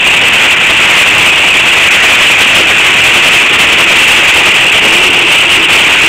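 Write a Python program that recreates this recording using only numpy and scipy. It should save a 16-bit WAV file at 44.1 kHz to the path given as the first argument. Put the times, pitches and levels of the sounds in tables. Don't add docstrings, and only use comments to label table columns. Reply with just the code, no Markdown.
import sys
import numpy as np
from scipy.fft import rfft, irfft, next_fast_len
from scipy.io import wavfile
from scipy.ndimage import map_coordinates

SR = 44100
rng = np.random.default_rng(int(sys.argv[2]) if len(sys.argv) > 2 else 0)


def dump_mix(stems):
    frames = np.atleast_2d(stems).T
    limited = np.clip(frames, -1, 1)
    pcm = np.round(limited * 32767).astype(np.int16)
    wavfile.write(sys.argv[1], SR, pcm)


N = 268128
TIME = np.arange(N) / SR


def amp(db):
    return 10 ** (np.asarray(db) / 20)


def unit(x):
    return x / np.sqrt(np.mean(x ** 2) + 1e-20)


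def curve(rows, at=TIME):
    seconds, values = np.transpose(rows)
    return np.interp(at, seconds, values)


def colour(points):
    point_hz, point_db = np.transpose(points)

    def response(hz):
        return amp(np.interp(np.log(hz + 1), np.log(point_hz + 1), point_db))
    return response


def resonances(modes):
    def response(hz):
        total = 0
        for k, (centre, width, db) in enumerate(modes):
            damping = 1j * hz * width
            total = total + (-1) ** k * amp(db) * damping / (centre ** 2 - hz ** 2 + damping)
        return total
    return response


def filtered(x, response):
    size = next_fast_len(N + 8192)
    hz = np.fft.rfftfreq(size, 1 / SR)
    return irfft(rfft(x, size) * response(hz), size)[:N]


def wobble(rate):
    knots = rng.standard_normal(int(N * rate / SR) + 4)
    return map_coordinates(knots, [TIME * rate])


# frequency in Hz, gain in dB.
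MICROPHONE_RESPONSE = [(100, 1), (1250, 0), (1700, -0.3), (2000, 7), (2250, 7), (2400, 7.5), (2600, 7),
                       (2800, 8), (3050, 6.5), (3450, 1), (3800, -8.5), (4300, -30.5), (6000, -32.5),
                       (16000, -40)]


def rush(response):
    microphone = colour(MICROPHONE_RESPONSE)
    noise = rng.standard_normal(N)
    return unit(filtered(noise, lambda hz: response(hz) * microphone(hz)))


def swell(s, length, roundness=1.89):
    bump = np.zeros(N)
    near = np.abs(TIME - s) < 2 * length
    bump[near] = .5 ** (np.abs(2 * (TIME[near] - s) / length) ** roundness)
    return bump


# time in seconds, effort in dB.
ENGINE_EFFORT = [(0, -1.5), (.4, .6), (.65, -1.3), (1.15, .5), (1.7, 0), (2.05, .8), (2.5, 1.1),
                 (2.78, -1.6), (3.1, 2.6), (3.45, -.6), (3.95, 1), (4.5, 0.8), (5.1, -0.7), (6.08, 0.3)]


def effort(at=TIME):
    return curve(ENGINE_EFFORT, at)


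# frequency in Hz, relative level in dB.
RUMBLE_SPECTRUM = [(15, -27), (45, -11), (90, -1), (180, -0.5), (300, -8.5), (800, -17.5)]


def belt_rumble(level_db=-27, growth=1.2, flap_db=2):
    level = level_db + growth * effort() + flap_db * wobble(12)
    return amp(level) * rush(colour(RUMBLE_SPECTRUM))


# frequency in Hz, width in Hz, relative level in dB.
HOLLOW_MODES = [(335, 39, -0.5), (441, 62, -7.5)]
# time in seconds, level in dB before the boost.
DRONE_COURSE = [(0, -35), (2.4, -27), (4.7, -25.5), (5.15, -18), (5.4, -28), (5.58, -20), (5.8, -29),
                (6.05, -19.5)]


def hollow_drone(boost_db=1.0, waver_db=1.2):
    level = curve(DRONE_COURSE) + boost_db + waver_db * wobble(5.07)
    return amp(level) * rush(resonances(HOLLOW_MODES))


# frequency in Hz, relative level in dB.
RASP_SPECTRUM = [(300, -20), (900, -8), (1500, 22), (2000, 19.5), (2400, 8.5), (3200, -20), (6000, -25)]
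# time in seconds, level in dB.
RASP_COURSE = [(0, -21), (.4, -13.5), (1.15, -13), (1.35, -29), (1.95, -9), (2.4, -15.5), (3.05, -13),
               (3.55, -17.5), (3.9, -15), (4.55, -14.5), (5.1, -30), (5.85, -16)]


def teeth_rasp():
    return amp(curve(RASP_COURSE)) * rush(colour(RASP_SPECTRUM))


# frequency in Hz, width in Hz, relative level in dB.
BLADE_MODES = [(2363, 87, 1.3), (2586, 28, 5), (2735, 87, -1)]
# time in seconds, frequency in Hz.
SCREAM_CENTRE = [(0, 2680), (.2, 2580), (1.2, 2590), (1.38, 2690), (1.9, 2560), (2.55, 2630), (2.85, 2570),
                 (3.15, 2660), (4.5, 2570), (5.05, 2690), (6.08, 2660)]


def screech(level_db=-7.5, growth=0.51, unsteady_db=0.84, tone_db=-0.2, ring_db=-5, chatter_db=1.9):
    level = level_db + growth * effort() + unsteady_db * wobble(25)
    ring = rush(resonances(BLADE_MODES))
    drift, waver, jitter = 45 * wobble(22), 125 * wobble(100), 140 * wobble(520)
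    pitch = curve(SCREAM_CENTRE) + drift + waver + jitter
    phase = 2 * np.pi * np.cumsum(pitch) / SR
    tone = unit(np.sin(phase) * amp(chatter_db * wobble(110)))
    return amp(level) * (amp(tone_db) * tone + amp(ring_db) * ring)


# time in seconds, piston strokes a second.
ENGINE_SPEED = [(0, 10.7), (4.2, 10.64), (4.5, 10.5), (4.9, 10.5), (5.3, 10.5), (5.55, 9.9), (5.9, 10.3)]
# time in seconds, extra puff level in dB,
# bark level in dB above its usual mean, in place of the random scatter.
HARD_COUGHS = [(.26, 1, 5.5), (2.55, 2, 5.5), (3.62, 2.5, 4), (3.91, .5, 7), (4.47, 1.5, 5), (4.85, 0, 9),
               (5.04, 1.5, 4), (5.73, 3, 3)]
FIRST_STROKE_S = 0.07
PUFF_DB, PUFF_S = -4.5, .058
BARK_DB = -17.5
LATE_S, STRONG_DB, DEEP_DB, LONG = 0.0045, 0.7, 1.5, 0.095
UNEVEN_DB = 0.2


def strokes():
    travel = np.cumsum(curve(ENGINE_SPEED)) / SR
    travel = travel - np.interp(FIRST_STROKE_S, TIME, travel)
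    number = np.arange(int(travel[-1]) + 1)
    late, strong, long, deep = rng.standard_normal((len(number), 4)).T
    times = np.interp(number, travel, TIME) + LATE_S * late
    puff = PUFF_DB + effort(times) + UNEVEN_DB * (-1) ** number + STRONG_DB * strong
    length = PUFF_S * np.exp(LONG * long)
    bark = BARK_DB + DEEP_DB * deep
    for s, puff_db, bark_db in HARD_COUGHS:
        nearest = np.argmin(np.abs(times - s))
        puff[nearest] += puff_db
        bark[nearest] = BARK_DB + bark_db
    return np.transpose([times, puff, length, puff + bark])


def steam_flow(chuffs, hiss_db=-12):
    hiss_power = amp(hiss_db + effort()) ** 2
    puff_power = sum(amp(db) ** 2 * swell(s, length) for s, db, length, _ in chuffs)
    return np.sqrt(hiss_power + puff_power)


# frequency in Hz, relative level in dB.
STEAM_SPECTRUM = [(20, -21), (70, -8), (160, -7), (420, -4.5), (600, -2), (1000, 0), (1500, 0.5),
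                  (1950, -2), (2400, 0), (3200, 0), (9000, 3.5)]
# frequency in Hz, relative level in dB.
BARK_SPECTRUM = [(60, -26), (200, -4.5), (350, 2), (500, 0.5), (900, -5), (2000, -14), (5000, -32)]


def exhaust(chuffs, flow, bark_share=0.79, flutter_db=2.06, bark_flutter_db=2.0):
    bark_power = sum(amp(db) ** 2 * swell(s, bark_share * length) for s, _, length, db in chuffs)
    jet = flow * rush(colour(STEAM_SPECTRUM)) * amp(flutter_db * wobble(70))
    bark = np.sqrt(bark_power) * rush(colour(BARK_SPECTRUM)) * amp(bark_flutter_db * wobble(50))
    return jet + bark


# time in seconds, gain at the bottom in dB, time beyond half that depth in seconds.
BRIEF_LULLS = [(0.558, -5, .014), (1.892, -3.5, 0.016), (3.579, -4, 0.014), (5.674, -7, 0.015)]


def lulls():
    return amp(sum(db * swell(s, length) for s, db, length in BRIEF_LULLS))


def scene(surge=0.27):
    chuffs = strokes()
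    flow = steam_flow(chuffs)
    mill = belt_rumble() + hollow_drone() + teeth_rasp()
    saw = screech() * unit(flow) ** surge
    din = mill + saw + exhaust(chuffs, flow)
    return (din * lulls())[None]


# frequency in Hz, gain in dB.
TREBLE_RESPONSE = [(4000, 0), (8000, -1.83), (10000, -1.5), (12500, -4), (15500, -1.5)]
TOP_HZ = 15750


def record(dry, ceiling=0.69, hardness=16):
    x = dry[0]
    clipped = x / (1 + np.abs(x / ceiling) ** hardness) ** (1 / hardness)
    treble = colour(TREBLE_RESPONSE)
    return filtered(clipped, lambda hz: treble(hz) * (hz < TOP_HZ))[None]


dry = scene()
out = record(dry)
dump_mix(out)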